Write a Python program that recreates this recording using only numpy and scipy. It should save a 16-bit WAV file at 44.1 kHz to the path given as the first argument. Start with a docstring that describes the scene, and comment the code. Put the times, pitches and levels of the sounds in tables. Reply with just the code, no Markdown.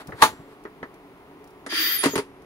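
"""A quiet workshop, with a pressure rice cooker on the bench and a fan droning behind it.
A hand works the lid latch: it slides, snaps home and sets the lid and spring ringing, with a few
light taps around it. Later the valve clicks open and a short jet hisses through the vent, its
whistle falling as the pressure drops. The valve clatters back onto its seat twice."""
import sys
import numpy as np
from scipy import signal
from scipy.fft import rfft, irfft
from scipy.io import wavfile

SR = 44100
rng = np.random.default_rng(int(sys.argv[2]) if len(sys.argv) > 2 else 0)


def dump_mix(stems):
    """Bounce the given channels to the path in sys.argv[1] as a 16-bit WAV at rate SR."""
    frames = np.atleast_2d(stems).T  # one column per channel
    limited = np.clip(frames, -1, 1)  # hard clip at full scale
    pcm = np.round(limited * 32767).astype(np.int16)
    wavfile.write(sys.argv[1], SR, pcm)


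N = 108045
TIME = np.arange(N) / SR
HZ = np.maximum(np.fft.rfftfreq(N, 1 / SR), 1)
RIGHT_LAG_S = 0.00016  # the right side hears the cooker a little late


# The catch snapping home: start_s, crack_db, ring_db
LATCH_SNAPS = [(.2188, -20.5, -22), (0.2224, -9.5, -7), (0.2365, -17.5, -27.5)]
# EQ of the crack: freq_hz, level_db
CRACK_EQ = [(50, -21), (250, -0.5), (600, -3.5), (1000, 6.5), (1800, 0), (2900, -5.5), (4300, -3.5),
            (5200, -12), (6600, -7.5), (8200, -15.5), (9900, -6.5), (12500, -17), (15500, -16.5)]
# Bite of the catch at first contact: freq_hz, width_hz, boost_db
CATCH_RESONANCES = [(4070, 750, 14), (6700, 490, 0.5)]
# Ring of the lid: pitch_hz, level_db, t60_s
LID_RING = [(168.7, -21.5, 0.18), (289.6, -16.5, 0.15), (440, -14.5, 0.15), (485, -20, 0.1),
            (635, -11.5, 0.13), (827, -14.5, 0.14), (872.5, -3.5, 0.14), (954, -7, .11), (1070, -14, 0.062),
            (1142, 2, .075), (1260, -20, 0.085), (1832, -9, 0.096), (1674, -7, .08)]
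# Long, thin ring of the spring: pitch_hz, level_db, t60_s
SPRING_RING = [(1900, -31, .46), (2525, -41, .35), (5850, -37, .42), (7540, -40, .55)]
# Soft rubbing and sliding, then a brief swell of noise into the snap: time_s, level_db
LEAD_IN_FADER = [(0, -42), (.018, -41), (.04, -57.5), (.15, -56), (.175, -47.5), (.203, -37), (.216, -30.5),
                 (.23, -61), (.34, -52), (.46, -62), (.53, -54), (.58, -74), (.7, -94)]
# EQ of that lead-in: freq_hz, level_db
LEAD_IN_EQ = [(100, -8.5), (500, -1), (1200, 2), (1900, -4), (2800, -12), (4000, -10), (6000, -21.5),
              (10000, -17.5), (15000, -29)]

def latch():
    """The catch slides, then snaps home against the lid; its spring sings on."""
    cracks = [(s, db) for s, db, _ in LATCH_SNAPS]
    blows = [(s, db) for s, _, db in LATCH_SNAPS]
    hardest_s, _ = max(blows, key=lambda blow: blow[1])
    lead_in_db, = automation(LEAD_IN_FADER)
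    crack = rattle(cracks, CRACK_EQ, t60_s=0.15, tail_db=-28, tail_t60_s=0.24)
    lid = ring(blows, LID_RING, attack_s=0.00045, scatter_db=2.5, alternate_polarity=True)
    spring = ring([(hardest_s, -10)], SPRING_RING, attack_s=0.002, scatter_db=2.5)
    contact = noise(CRACK_EQ, CASING_PAN, CATCH_RESONANCES) * decays(cracks, t60_s=0.022)
    lead_in = from_db(lead_in_db) * noise(LEAD_IN_EQ, CASING_PAN)
    return contact + crack + lid + spring + lead_in


# Strength of the jet: time_s, level_db
FLOW_FADER = [(1.65, -95), (1.694, -38), (1.704, -31), (1.76, -23.5), (1.80, -22.5), (1.86, -24.5),
              (1.93, -27), (2.0, -32.5), (2.06, -30), (2.13, -43.5), (2.19, -39), (2.24, -79), (2.3, -95)]
# EQ of the hiss: freq_hz, level_db
HISS_EQ = [(100, -25), (240, -30), (320, -5), (420, -12.5), (650, -26.5), (1100, -10), (1400, -5),
           (1700, 0), (2600, -0.5), (4200, -4.5), (5000, -4), (5400, -9), (6800, -10), (8300, -22.5),
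           (10000, -9.5), (11000, -22.5), (12000, -14.5), (15500, -19)]
# Resonances of the vent: freq_hz, width_hz, boost_db
VENT_RESONANCES = [(1357, 40, 13.5), (1856, 78, 8), (1975, 30, 11), (2060, 30, 1), (2062, 29, 5),
                   (2580, 8.4, -3), (3223, 150, 9), (3600, 23, 10.5), (3676, 12, 12.5), (4636, 20, 4.5),
                   (4790, 20, 12.5), (4660, 350, 4), (9910, 310, 8), (12020, 54, 6), (12600, 50, -3),
                   (13440, 40, 4)]
# Stereo spread of the jet: freq_hz, left_minus_right_db
JET_PAN = [(300, -2), (1100, -4.5), (2000, 6.5), (3200, -3.5), (4800, 0.5), (8000, -1), (10200, -5.5),
           (11800, 7.5), (15500, 6)]
# Two pulses of hum in the lid's cavity: time_s, level_db
HUM_FADER = [(1.715, -79), (1.728, -30.5), (1.748, -42), (1.768, -66), (1.80, -36), (1.83, -40.5),
             (1.86, -78), (1.95, -75)]
HUM_HZ, PIPE_HZ, TREBLE_HZ = 322, 4740, 8000
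TREBLE_SWELL, PIPE_SWELL = 0.4, 0.35  # extra dB per dB of flow

def jet():
    """The jet hisses, brighter as it swells; it makes the vent pipe sing and the lid's cavity hum."""
    flow_db, = automation(FLOW_FADER)
    hum_db, = automation(HUM_FADER)
    flow = from_db(flow_db)
    below_full_db = flow_db - flow_db.max()
    air = noise(HISS_EQ, JET_PAN, VENT_RESONANCES)
    treble = irfft(rfft(air) * (HZ > TREBLE_HZ), N)
    hiss = flow * (air - treble + treble * from_db(TREBLE_SWELL * below_full_db))
    pipe_gain = flow * from_db(-5.5 + PIPE_SWELL * below_full_db)
    pipe = pipe_gain * air_tone(np.full(N, PIPE_HZ), half_width_hz=110)
    hum = from_db(hum_db) * np.sqrt(2) * np.sin(2 * np.pi * HUM_HZ * TIME)
    return reflections(hiss + whistle()) + pipe + hum


# The whistle's dive, ahead of its EQ: time_s, pitch_hz, tone_db, breath_db
WHISTLE_GLIDE = [(1.69, 16200, -78, -69.5), (1.76, 15700, -50, -40), (1.81, 15400, -39, -22),
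                 (1.855, 14670, -23, -24.5), (1.895, 13640, -42, -24.5), (1.925, 12740, -16.5, -25),
                 (1.96, 12220, -25, -25), (1.982, 10300, -22, -50), (2.008, 10080, -17, -37),
                 (2.03, 9600, -54, -28.5), (2.10, 7000, -45, -43), (2.122, 6680, -38, -61),
                 (2.14, 6590, -36, -53.5), (2.158, 6380, -52, -65), (2.22, 6200, -95, -96)]
# How readily the vent sounds the whistle: freq_hz, gain_db
WHISTLE_EQ = [(6000, -1), (6900, 1.5), (8200, -12), (9500, -9), (10100, -4.5), (10500, -7), (10900, -28),
              (11350, -16), (11900, 4.5), (12600, -9.5), (13200, -5), (14000, 3), (14600, -22),
              (15300, 0.5), (15900, -6.5)]

def whistle():
    """A rough, breathy whistle that sinks as the pressure falls."""
    pitch_hz, tone_db, breath_db = automation(WHISTLE_GLIDE)
    fundamental = air_tone(pitch_hz, half_width_hz=170)
    octave = from_db(0.5) * air_tone(2 * pitch_hz, half_width_hz=600)
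    breath = air_tone(pitch_hz, half_width_hz=1640)
    blend = from_db(tone_db) * (fundamental + octave) + from_db(breath_db) * breath
    return irfft(rfft(blend) * from_db(at_hz(WHISTLE_EQ)), N)


# The valve hitting its seat: start_s, clack_db, body_db
VALVE_HITS = [(2.031, -27, -38), (2.0375, -15, -36), (2.0462, -20.5, -32), (2.0583, -17.5, -7.5),
              (2.135, -63, -22.5), (2.1554, -20, -16), (2.1779, -22.5, -29), (2.1873, -29.5, -20)]
# EQ of a clack: freq_hz, level_db
CLACK_EQ = [(60, -32), (200, -5.5), (450, 7), (720, -5.5), (1000, 3.5), (1600, -3), (2400, -3.5),
            (3600, -11.5), (4500, -9.5), (5500, -13.5), (8000, -16.5), (10000, -8), (11500, -22),
            (15500, -27)]
# Ring of the cooker's body, shared with knocks_and_click: pitch_hz, level_db, t60_s
BODY_RING = [(168.6, -22.5, 0.15), (276.6, -2.5, 0.1), (409.2, -1, 0.084), (429.7, -13, 0.09),
             (486, -17.5, 0.082), (570, -18, 0.12), (935, -11.5, 0.1), (1237, -10.5, .055)]

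def valve():
    """The valve drops onto its seat in two bursts of clacks that thump the body."""
    hits = [(s, db) for s, db, _ in VALVE_HITS]
    thumps = [(s, db) for s, _, db in VALVE_HITS]
    clacks = rattle(hits, CLACK_EQ, t60_s=0.1, tail_db=-14, tail_t60_s=0.22)
    return clacks + ring(thumps, BODY_RING, attack_s=0.0014, scatter_db=2.5)


# Light knocks on the lid, and the bright click of the valve opening:
# start_s, knock_db, body_db, lowpass_hz
KNOCKS_AND_CLICK = [(0.1222, -29.5, -45.5, 1900), (0.6517, -30.5, -35, 1930), (0.8286, -26.5, -30, 2300),
                    (1.6637, -29, -27.5, 12000), (1.7238, -30, -27.5, 2500)]
# EQ of each hit: freq_hz, level_db
KNOCK_EQ = [(50, -38.5), (100, -22), (170, -6), (380, 2.5), (750, -4), (1250, -4.5), (1550, -4.5),
            (1900, -3), (2500, -15), (4500, -14), (8000, -17.5), (10000, -9), (12500, -33)]
# Hollow resonances of the lid: freq_hz, width_hz, boost_db
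LID_HOLLOW = [(369.6, 52, 2.5), (1289, 150, 7.5), (1850, 300, 6.5)]

def knocks_and_click():
    """Light knocks on the lid and the bright click of the valve opening each ring the body."""
    thumps = [(s, db) for s, _, db, _ in KNOCKS_AND_CLICK]
    out = ring(thumps, BODY_RING, attack_s=0.0028, scatter_db=2)
    for s, db, _, lowpass_hz in KNOCKS_AND_CLICK:
        hit = rattle([(s, db)], KNOCK_EQ, t60_s=0.092, tail_db=-27, tail_t60_s=0.15, peaks=LID_HOLLOW)
        out += lowpass(hit, lowpass_hz)
    return out


# Ticks of the casing: start_s, level_db
CASING_TICKS = [(.0718, -40), (.1075, -56), (.638, -54), (.942, -53.5), (1.442, -52.5), (1.475, -52),
                (1.505, -57), (2.42, -56)]
# Their thin, bright EQ: freq_hz, level_db
TICK_EQ = [(500, -9), (3000, -5), (5500, 3), (8000, -5), (9700, 3), (12000, -7), (15500, -2)]

def casing_ticks():
    """The casing gives tiny dry ticks."""
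    return rattle(CASING_TICKS, TICK_EQ, t60_s=0.034, tail_db=-15.5, tail_t60_s=0.19)


# Bumps of the pot: start_s, level_db
POT_BUMPS = [(.074, -38), (.0855, -31), (.135, -35), (.228, -39), (.28, -36), (.32, -42), (.39, -42),
             (2.06, -52), (2.085, -34), (2.156, -32), (2.18, -41)]
# Their muffled, bassy EQ: freq_hz, level_db
BUMP_EQ = [(25, -16.5), (60, -5.5), (155, 3), (300, -12.5), (600, -8), (1500, -19.5), (4000, -50)]
BUMP_ATTACK_S = 0.0044

def pot_rocking():
    """The pot rocks on its cloth in low, cushioned bumps."""
    pole = np.exp(-1 / (BUMP_ATTACK_S * SR))
    envelope = signal.lfilter([1 - pole], [1, -pole], decays(POT_BUMPS, t60_s=0.099))
    return envelope * noise(BUMP_EQ, CASING_PAN)


# EQ of the room tone: freq_hz, level_db
ROOM_EQ = [(25, -6.5), (50, -13), (82, -16.5), (114, -15.5), (170, -10), (240, -15), (280, -6),
           (350, -12.5), (420, -7), (480, -16.5), (700, -15), (1040, -15.5), (1650, -25), (2000, -23),
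           (3900, -35.5), (8000, -47), (10000, -38.5), (11500, -43), (14500, -47), (15800, -54)]
# Drone of the bench fan: freq_hz, width_hz, boost_db
FAN_DRONE = [(282, 22, 3), (375.4, 3.7, 11.5), (432, 5.2, 6.5)]

def workshop():
    """A quiet bed of room air with a fan's drone."""
    slightly_left = [(60, 1.73), (300, 0), (15000, 0.8)]  # freq_hz, left_minus_right_db
    return from_db(-47.5) * noise(ROOM_EQ, slightly_left, FAN_DRONE)


# Stereo spread of all the casing's noises: freq_hz, left_minus_right_db
CASING_PAN = [(100, 1), (1000, 0), (3500, 2), (9000, -3.5), (13000, 5)]

def rattle(hits, eq, t60_s, tail_db, tail_t60_s, peaks=()):
    """The crowd of short, close modes that a blow wakes, and its tail in the room."""
    tail = from_db(tail_db) * decays(hits, tail_t60_s)
    return noise(eq, CASING_PAN, peaks) * np.hypot(decays(hits, t60_s), tail)


def ring(hits, modes, attack_s, scatter_db, alternate_polarity=False):
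    """Blows (start_s, level_db) ring the modes, each time in a slightly different balance."""
    out = np.zeros((2, N))
    for s, db in hits:
        start = int(s * SR)
        for k, (hz, mode_db, t60_s) in enumerate(modes):
            t = TIME[:min(N - start, int(2 * t60_s * SR))]
            gain = from_db(db + mode_db + scatter_db * rng.standard_normal())
            envelope = (1 - np.exp(-t / attack_s)) * from_db(-60 * t / t60_s)
            polarity = -1 if alternate_polarity and k % 2 else 1
            left_lead = np.pi * hz * RIGHT_LAG_S * np.array([[1], [-1]])
            tone = np.sin(2 * np.pi * hz * t + left_lead)
            out[:, start:start + len(t)] += polarity * gain * envelope * tone
    return out


def air_tone(pitch_hz, half_width_hz):
    """Turbulence in one resonance: a band of noise that follows the pitch."""
    a, b = lowpass(rng.standard_normal((2, 2, N)), half_width_hz)
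    phase = 2 * np.pi * np.cumsum(pitch_hz) / SR
    band = unit_rms(a * np.cos(phase) + b * np.sin(phase))
    return band * pan(at_hz(JET_PAN, pitch_hz)) * (pitch_hz < SR / 2)


def reflections(x, wet_db=0.5, t60_s=0.11):
    """Add dense early reflections from bench and walls, different on each side, at unchanged power."""
    t = TIME[:SR // 8]
    response = rng.standard_normal((2, len(t))) * from_db(-60 * t / t60_s)
    response *= from_db(wet_db) / np.linalg.norm(response, axis=1, keepdims=True)
    response[:, 0] = 1  # direct sound
    return signal.fftconvolve(x, response, axes=1)[:, :N] / np.hypot(1, from_db(wet_db))


# Stereo image, narrow in the lows and wide on top: freq_hz, correlation
STEREO_CORRELATION = [(60, 0.7), (200, 0.98), (420, 0.98), (700, 0.73), (1050, 1), (2000, 0.17),
                      (4500, 0.14), (9000, .25), (15000, 0.15)]

def noise(eq, pan_curve, peaks=()):
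    """Steady stereo noise with EQ and resonances, reaching the left side first; rms 1."""
    alike = np.clip(at_hz(STEREO_CORRELATION), -0.99, 0.99)
    mid, side = rfft(rng.standard_normal((2, N)))
    spectrum = np.sqrt(1 + alike) * mid + np.sqrt(1 - alike) * side * [[1], [-1]]
    delay = np.exp(-2j * np.pi * HZ * RIGHT_LAG_S * np.arange(2)[:, None])
    boost = sum(from_db(db) ** 2 / (1 + (2 * (HZ - hz) / width) ** 2) for hz, width, db in peaks)
    gain = from_db(at_hz(eq)) * np.sqrt(1 + boost)
    return unit_rms(irfft(gain * spectrum * delay * pan(at_hz(pan_curve)), N))


def decays(hits, t60_s):
    """Envelope of blows (start_s, level_db) that die away and add in power."""
    power = np.zeros(N)
    for s, db in hits:
        fall_db = 60 * np.clip((TIME - s) / t60_s, 0, 3)
        power += (TIME >= s) * from_db(db - fall_db) ** 2
    return np.sqrt(power)


def automation(rows):
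    """Each column of a timed curve at every sample."""
    time_s, *columns = np.transpose(rows)
    return [np.interp(TIME, time_s, column) for column in columns]


def at_hz(points, hz=HZ):
    """Read a curve on a log-frequency axis."""
    freq_hz, values = np.transpose(points)
    return np.interp(np.log(hz), np.log(freq_hz), values)


def pan(db):
    """Constant-power left and right gains, db apart."""
    gains = from_db(np.array([db, -db]) / 2)
    return gains / np.sqrt(np.mean(gains ** 2, axis=0))


def lowpass(x, hz):
    """Roll off the top at 12 dB per octave."""
    return signal.sosfilt(signal.butter(2, hz, fs=SR, output="sos"), x)


def from_db(db):
    """Decibels to gain."""
    return 10 ** (np.asarray(db) / 20)


def unit_rms(x):
    """Scale to unit power."""
    return x / np.sqrt(np.mean(np.abs(x) ** 2) + 1e-20)


def scene():
    """The cooker in its room."""
    return latch() + jet() + valve() + knocks_and_click() + casing_ticks() + pot_rocking() + workshop()


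def record(dry):
    """The microphone sheds the rumble, the loudest peaks clip and the top is cut."""
    low_cut = signal.butter(2, 45, "high", fs=SR, output="sos")
    high_cut = signal.ellip(14, 0.1, 80, 15750, fs=SR, output="sos")
    clipped = np.clip(signal.sosfilt(low_cut, dry), -0.9, 0.9)
    return signal.sosfilt(high_cut, clipped)


dry = scene()
out = record(dry)
dump_mix(out)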